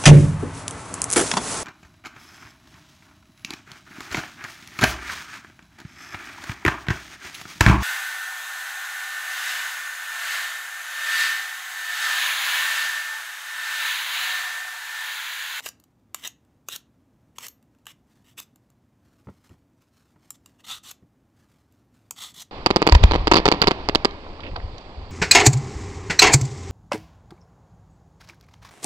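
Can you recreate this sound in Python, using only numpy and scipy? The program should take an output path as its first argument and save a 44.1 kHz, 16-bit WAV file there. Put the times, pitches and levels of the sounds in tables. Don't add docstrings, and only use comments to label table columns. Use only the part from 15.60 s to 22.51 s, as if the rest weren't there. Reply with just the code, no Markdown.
import sys
import numpy as np
from scipy import signal
from scipy.fft import rfft, irfft, next_fast_len
from scipy.io import wavfile
from scipy.ndimage import map_coordinates

SR = 44100
rng = np.random.default_rng(int(sys.argv[2]) if len(sys.argv) > 2 else 0)


def digitize_waveform(pressure):
    field = np.atleast_2d(pressure).T
    bounded = np.clip(field, -1, 1)
    quanta = np.round(bounded * 32767).astype(np.int16)
    wavfile.write(sys.argv[1], SR, quanta)


N = 304731
NOW = np.arange(N) / SR


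def amp(db):
    return 10 ** (np.asarray(db) / 20)


def unit(x):
    return x / np.sqrt(np.mean(x ** 2) + 1e-20)


def peak(x):
    return x / np.max(np.abs(x))


def along(points, hz):
    point_hz, values = np.transpose(points)
    return np.interp(np.log(hz + 1), np.log(point_hz + 1), values)


def wobble(rate):
    knots = rng.standard_normal(int(N * rate / SR) + 4)
    return map_coordinates(knots, [np.arange(N) * rate / SR])


def filtered(x, response):
    size = next_fast_len(len(x) + SR // 4)
    hz = np.fft.rfftfreq(size, 1 / SR)
    return irfft(rfft(x, size) * response(hz), size)[:len(x)]


def coloured(x, spectrum):
    return filtered(x, lambda hz: amp(along(spectrum, hz)))


def resonate(x, modes):
    def response(f):
        total = 0
        for k, (centre, width, db) in enumerate(modes):
            damping = 1j * f * width
            total = total + (-1) ** k * amp(db) * damping / (centre * centre - f * f + damping)
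        return total
    return filtered(x, response)


def add(track, s, sound):
    part = track[max(round(s * SR), 0):][:len(sound)]
    part += sound[:len(part)]


def fractures(rate, spread_db, clump_db, clump_rate):
    snaps = (rng.random(N) < rate / SR) * rng.choice([-1, 1], N)
    return snaps * amp(spread_db * rng.standard_normal(N) + clump_db * wobble(clump_rate))


def contact_db(t, length, attack, release):
    return -20 * (np.maximum(-t, 0) / attack + np.maximum(t - length, 0) / release)


# frequency in Hz, gain in dB.
ROOM_SPECTRUM = [(20, -25), (45, -10.5), (70, -3), (110, 0), (170, -5.5), (265, -2), (400, -14.5),
                 (720, -18), (1000, -21), (1400, -26.5), (2500, -33), (4500, -40), (6500, -38),
                 (9500, -43.5), (15000, -42.5)]


def room_tone(hum_hz=120, hum_db=-77, rumble_db=-63.07):
    hum = amp(hum_db) * np.sin(2 * np.pi * hum_hz * NOW)
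    rumble = unit(coloured(rng.standard_normal(N), ROOM_SPECTRUM))
    return amp(rumble_db + 0.6 * wobble(5.5)) * rumble + hum


# start in seconds, length in seconds,
# level at the start in dB, before random wavering.
SLIDES = [(0, 0.015, -59), (0.164, 0.062, -85), (2.504, 0.12, -72), (3.451, 0.22, -74.5),
          (3.7, 0.11, -74.5), (3.846, 0.064, -66), (4.217, 0.023, -69.5), (4.347, 0.17, -71.5),
          (4.626, 0.054, -68.5), (4.875, 0.065, -71), (5.791, 0.034, -70), (5.915, 0.023, -70),
          (5.987, 0.033, -81), (6.13, 0.058, -79.5), (6.349, 0.084, -73)]
# frequency in Hz, gain in dB.
RUB_SPECTRUM = [(200, -7.5), (1000, -0.5), (1500, 0.5), (2600, -5), (5000, -6), (7500, -8.5),
                (10000, -13.5), (15000, -15)]
RUB_RISE_S, RUB_FADE_S = 0.04, 0.1
RUB_SAG_DB = 3.5
GRIP_DB = -84.5


def handling():
    slides = np.zeros(N)
    for s, length, db in SLIDES:
        sag = RUB_SAG_DB * np.clip((NOW - s) / length, 0, 1)
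        slides += amp(db + contact_db(NOW - s, length, RUB_RISE_S, RUB_FADE_S) - sag)
    grains = fractures(rate=2800, spread_db=3.5, clump_db=2.37, clump_rate=90)
    rub = unit(coloured(grains, RUB_SPECTRUM))
    return (slides + amp(GRIP_DB)) * amp(0.46 * wobble(22)) * rub


# time in seconds, crack level in dB before a common trim,
# ping level in dB over the crack, handle clack level in dB over the crack.
CLICKS = [(0.0034, -47.5, 2, 8.5), (0.0598, -32, -5, 2.5), (0.064, -41, 0, 10), (0.0875, -35, 1, -7),
          (0.1988, -56, -4.5, -9), (0.238, -57, -2, -5.5), (0.5444, -29, 1, -0.5), (0.6734, -33, 4.5, -5.5),
          (0.8485, -76, 1, 5.5), (1.0854, -33, 5, 1.5), (1.16, -32.5, -1, -10), (1.7831, -39.5, 4, 6.5),
          (1.8656, -38.5, 1.5, -5.5), (1.8826, -37, -1, -14.5), (2.026, -67.5, -4, 1),
          (2.148, -78, 1, 12.5), (2.185, -79.5, 4.5, 10), (2.2554, -61, 5, 4.5), (2.2669, -44, 0.5, 8),
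          (2.7889, -42, -4, -3), (2.7999, -36, -6, -9), (2.958, -57.5, -0.5, -5.5), (3.1007, -67.5, 4.5, 0),
          (3.8925, -72, 4.5, 14.5), (4.2203, -68, -5, -1), (4.7044, -36.5, 4, -8.5), (4.8592, -52, 4.5, 1),
          (5.3114, -37.5, -5, -6), (6.1225, -66.5, -3.5, -5), (6.508, -35, 6.5, -3),
          (6.8157, -52.5, 10, 3.5), (6.82, -49, 9, -6)]
# frequency in Hz, gain in dB.
CRACK_SPECTRUM = [(300, -28.5), (2400, -18), (4000, -1.5), (5200, -3.5), (7500, -11), (9000, -7),
                  (10200, -2.5), (11500, -6.5), (12600, 5.5), (13500, -3), (14300, 1), (15500, -7.5)]
# resonance in Hz, width in Hz, level in dB.
HANDLE_MODES = [(420, 170, -7), (1100, 590, -2), (1650, 230, -0.5), (2800, 430, -0.5)]
PING_FREE_HZ, PING_LOADED_HZ = 7297, 6550


def clicks(trim_db=-12.5):
    out, t = np.zeros(N), np.arange(SR // 20) / SR
    envelope = (1 - np.exp(-t / 0.0012)) ** 2 * amp(-60 * t / 0.0097)
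    for s, db, ping_db, clack_db in CLICKS:
        ping_hz = PING_LOADED_HZ if loaded(s) else PING_FREE_HZ
        chatter = rng.choice([-1, 1], (3, len(t))) * envelope
        ping = unit(resonate(chatter[0], [(ping_hz, 620, 0)]))
        crack = unit(coloured(chatter[1], CRACK_SPECTRUM))
        clack = unit(resonate(chatter[2], HANDLE_MODES))
        add(out, s, amp(db + trim_db) * (crack + amp(ping_db) * ping + amp(clack_db) * clack))
    return out


CLING_S = 0.02


def loaded(s):
    return any(start + rise < s < start + rise + fall + CLING_S for start, rise, fall, *_ in CUTS)


# start in seconds, time to the deepest bite in seconds, time from there to the end in seconds,
# crunch level at the deepest bite in dB, swell before it in dB, sag after it in dB,
# blade resonance in dB over the crunch, tearing hiss in dB over the crunch
CUTS = [(0.026, 0.036, 0.028, -37.5, 16.5, 12, -5.5, 2.5), (0.546, 0.056, 0.037, -54, 1, 5.5, -3, -1.5),
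        (0.622, 0.029, 0.031, -35.5, 14.5, 12.5, 4, -2.5), (1.066, 0.01393, 0.00402, -70, 9.5, 1.5, -4, 6),
        (1.089, 0.048, 0.025, -41, 10, 3, 9.5, 2), (1.76, 0.011, .006, -60.5, 1, 5, -6.5, 0),
        (1.786, 0.056, 0.027, -40.5, 13.5, 1.5, -11.5, -0.5), (2.271, 0.023, 0.025, -49, 4, 3.5, 1, -3),
        (2.645, .043, 0.046, -61, 7, 11, -1.5, -1.5), (2.78, .006, 0.016, -39, 1.5, 5.5, 2, 1),
        (2.806, 0.019, 0.0081, -56.5, 3, 0, -4, 4.5), (4.742, 0.011, 0.0053, -64, 3, 0, 2, 3.5),
        (4.988, .017, .012, -57, 9.5, 14, -9, -6.5), (5.043, 0.0044, 0.0099, -49.5, 1, 3, 3, -3.5),
        (5.067, 0.037, 0.082, -37, 10, 17, 4.5, -2), (5.236, 0.05, 0.032, -48, 5.5, 1.5, 3, 2.5),
        (6.562, 0.06, 0.098, -42, 11.5, 19.5, 5, 1), (6.743, 0.062, 0.021, -51, 7, -2, 7, 5.5)]
BITE_S, FREE_S = 0.007, 0.008
SAG_CURVE = 1.3
RING_AT, RING_FADE_DB = 0.6, 17.5
HISS_GROWS_DB = 3
SHALLOW_HISS = 0.13


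def cut_controls():
    gains = np.zeros((3, N))
    for start, rise, fall, db, swell_db, sag_db, blade_db, hiss_db in CUTS:
        length = rise + fall
        first = max(round(start * SR) - SR // 20, 0)
        span = slice(first, round((start + length) * SR) + SR // 10)
        t = NOW[span] - start
        progress = np.clip(t / length, 0, 1)
        before_db = swell_db * np.clip(1 - t / rise, 0, 1)
        after_db = sag_db * np.clip((t - rise) / fall, 0, 1) ** SAG_CURVE
        lighter_db = before_db + after_db
        crunch = db - lighter_db + contact_db(t, length, BITE_S, FREE_S)
        blade = crunch + blade_db - RING_FADE_DB * (progress - RING_AT) ** 2
        hiss = crunch + hiss_db + HISS_GROWS_DB * (progress - 0.5) + SHALLOW_HISS * lighter_db
        gains[:, span] = np.maximum(gains[:, span], amp([crunch, blade, hiss]))
    return gains


def rasp(cells, gains, frame_modes, blade_modes, tear, frame_db, ring_db, tear_db, fray_db):
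    frame = unit(coloured(resonate(cells, frame_modes), [(3200, 3.0), (6000, -10)]))
    blade_band = [(1500, -14.5), (3200, -0.5), (4600, 0.5), (7000, -13)]
    blade = unit(coloured(resonate(cells, blade_modes), blade_band))
    hiss = unit(coloured(cells, tear) * amp(fray_db * wobble(130)))
    layers = [amp(frame_db) * frame, amp(ring_db) * blade, amp(tear_db) * hiss]
    return np.sum(gains * layers, axis=0)


# resonance in Hz, width in Hz, level in dB.
FRAME_HELD = [(400, 300, -11.5), (1310, 560, -7), (1867, 420, -3.5), (2830, 300, 1)]
FRAME_RESTING = [(720, 210, -13.5), (1240, 266, -1.5), (1990, 200, -7.5), (2780, 260, -0.5)]
BLADE_HELD = [(3540, 400, -2.5), (4120, 440, -8.5)]
BLADE_RESTING = [(3490, 294, 2), (3960, 440, 0.5), (4550, 510, -11.5)]
# frequency in Hz, gain in dB.
TEAR_HELD = [(300, -20.5), (2000, -21), (4200, -1.5), (4900, -4.5), (5900, 0.5), (7000, -4), (7800, 3),
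             (8600, -7.5), (9800, -6), (11000, -7.5), (12700, -5), (15000, -7.5)]
TEAR_RESTING = [(300, -15), (2000, -8), (4200, -8), (4900, -4.5), (5900, 0), (6500, 0.5), (7300, -1),
                (7900, 1.5), (8700, -7.5), (9800, -5), (11000, -9.5), (12400, -6.5), (15000, -13)]
SET_DOWN = 3.67


def cutting():
    gains = cut_controls()
    quick = fractures(rate=10000, spread_db=4.0, clump_db=2.0, clump_rate=490)
    steady = fractures(rate=7000, spread_db=2.0, clump_db=1.66, clump_rate=350)
    held = rasp(quick, gains, FRAME_HELD, BLADE_HELD, TEAR_HELD,
                frame_db=-2.5, ring_db=-6.0, tear_db=-1.0, fray_db=0.7)
    resting = rasp(steady, gains, FRAME_RESTING, BLADE_RESTING, TEAR_RESTING,
                   frame_db=-3.0, ring_db=-1.0, tear_db=-0.56, fray_db=1.0)
    return np.where(NOW < SET_DOWN, held, resting)


# start in seconds, initial level in dB.
TWANGS = [(.675, -59.5), (1.884, -45.5), (2.27, -61), (2.83, -65)]


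def twangs(ring_hz=13280, t60=0.16):
    out, t = np.zeros(N), np.arange(SR // 3) / SR
    for s, db in TWANGS:
        add(out, s, amp(db - 60 * t / t60) * np.sin(2 * np.pi * ring_hz * t))
    return out


# time in seconds, thud level in dB before a common trim and
# the dulling filter, slap level in dB relative to the thud before a common lift.
KNOCKS = [(3.67, -30.5, -17), (3.685, -34.5, -8.5), (3.897, -43, -17.5), (3.909, -37.5, -23),
          (3.939, -46, -18), (4.559, -45.5, -16.5), (5.425, -44.5, -24), (6.724, -49, -16),
          (6.773, -47.5, -16)]
# mode in Hz, level in dB, t60 in seconds.
BOARD_MODES = [(92, -10, 0.11), (128.5, 2, 0.046), (180.5, -4, 0.081), (265, -6, 0.059), (363, -8, 0.057)]
# resonance in Hz, width in Hz, level in dB.
SLAP_MODES = [(460, 170, 2.5), (700, 76, 1), (917, 140, -0.5), (1340, 130, 0.5), (1740, 460, -8)]


def knocks(trim_db=-5.0, slap_lift_db=11):
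    out, t = np.zeros(N), np.arange(SR // 4) / SR
    for s, db, slap_db in KNOCKS:
        thud = np.zeros(len(t))
        for hz, level, t60 in BOARD_MODES:
            decay = amp(level + rng.normal(0, 1.9) - 60 * t / t60)
            thud += decay * np.sin(2 * np.pi * hz * (1 + rng.normal(0, 0.079)) * t)
        thud = peak(thud * (1 - np.exp(-t / 0.0087)))
        slap = peak(resonate(rng.standard_normal(len(t)) * amp(-60 * t / 0.053), SLAP_MODES))
        add(out, s, amp(db + trim_db) * (thud + amp(slap_db + slap_lift_db) * slap))
    return coloured(out, [(2000, 1), (4000, -8), (10000, -15)])


def glance(x, delay=0.0008985, sway=0.00018, share=0.3):
    path = np.arange(N) - SR * (delay + sway * wobble(5))
    return (x + share * map_coordinates(x, [path], order=3)) / np.hypot(1, share)


# frequency in Hz, t60 in seconds.
KITCHEN_DECAY = [(200, 0.25), (2000, .25), (6000, 0.2), (15000, 0.092)]


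def kitchen(x, near_db, near_t60, tail_db, count=3):
    shares = np.array([wobble(4) for _ in range(count)])
    out = np.zeros(N)
    for share in shares / np.linalg.norm(shares, axis=0):
        hz, t, noise = signal.stft(rng.standard_normal(SR // 2), SR, nperseg=256)
        decay = amp(-60 * t / along(KITCHEN_DECAY, hz)[:, None])
        tail = signal.istft(noise * decay, SR, nperseg=256)[1]
        t = np.arange(len(tail)) / SR
        sparse = rng.standard_normal(len(t)) * (rng.random(len(t)) < 0.03)
        near = sparse * amp(-60 * t / near_t60)
        answer = amp(near_db) * near / np.linalg.norm(near) + amp(tail_db) * tail / np.linalg.norm(tail)
        answer = np.pad(answer, (SR // 500, 0))
        out += signal.fftconvolve(share * x, answer)[:N]
    return out


def scene():
    close = glance(handling() + clicks() + cutting()) + twangs() + knocks()
    mono = room_tone() + close + kitchen(close, near_db=-14.0, near_t60=0.088, tail_db=-16.5)
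    return np.array([mono, mono])


TOP_HZ = 15500


def record(dry):
    def low_pass(hz):
        return 1 / np.sqrt(1 + (hz / TOP_HZ) ** 160)
    return np.array([filtered(side, low_pass) for side in dry])


dry = scene()
out = record(dry)
digitize_waveform(out)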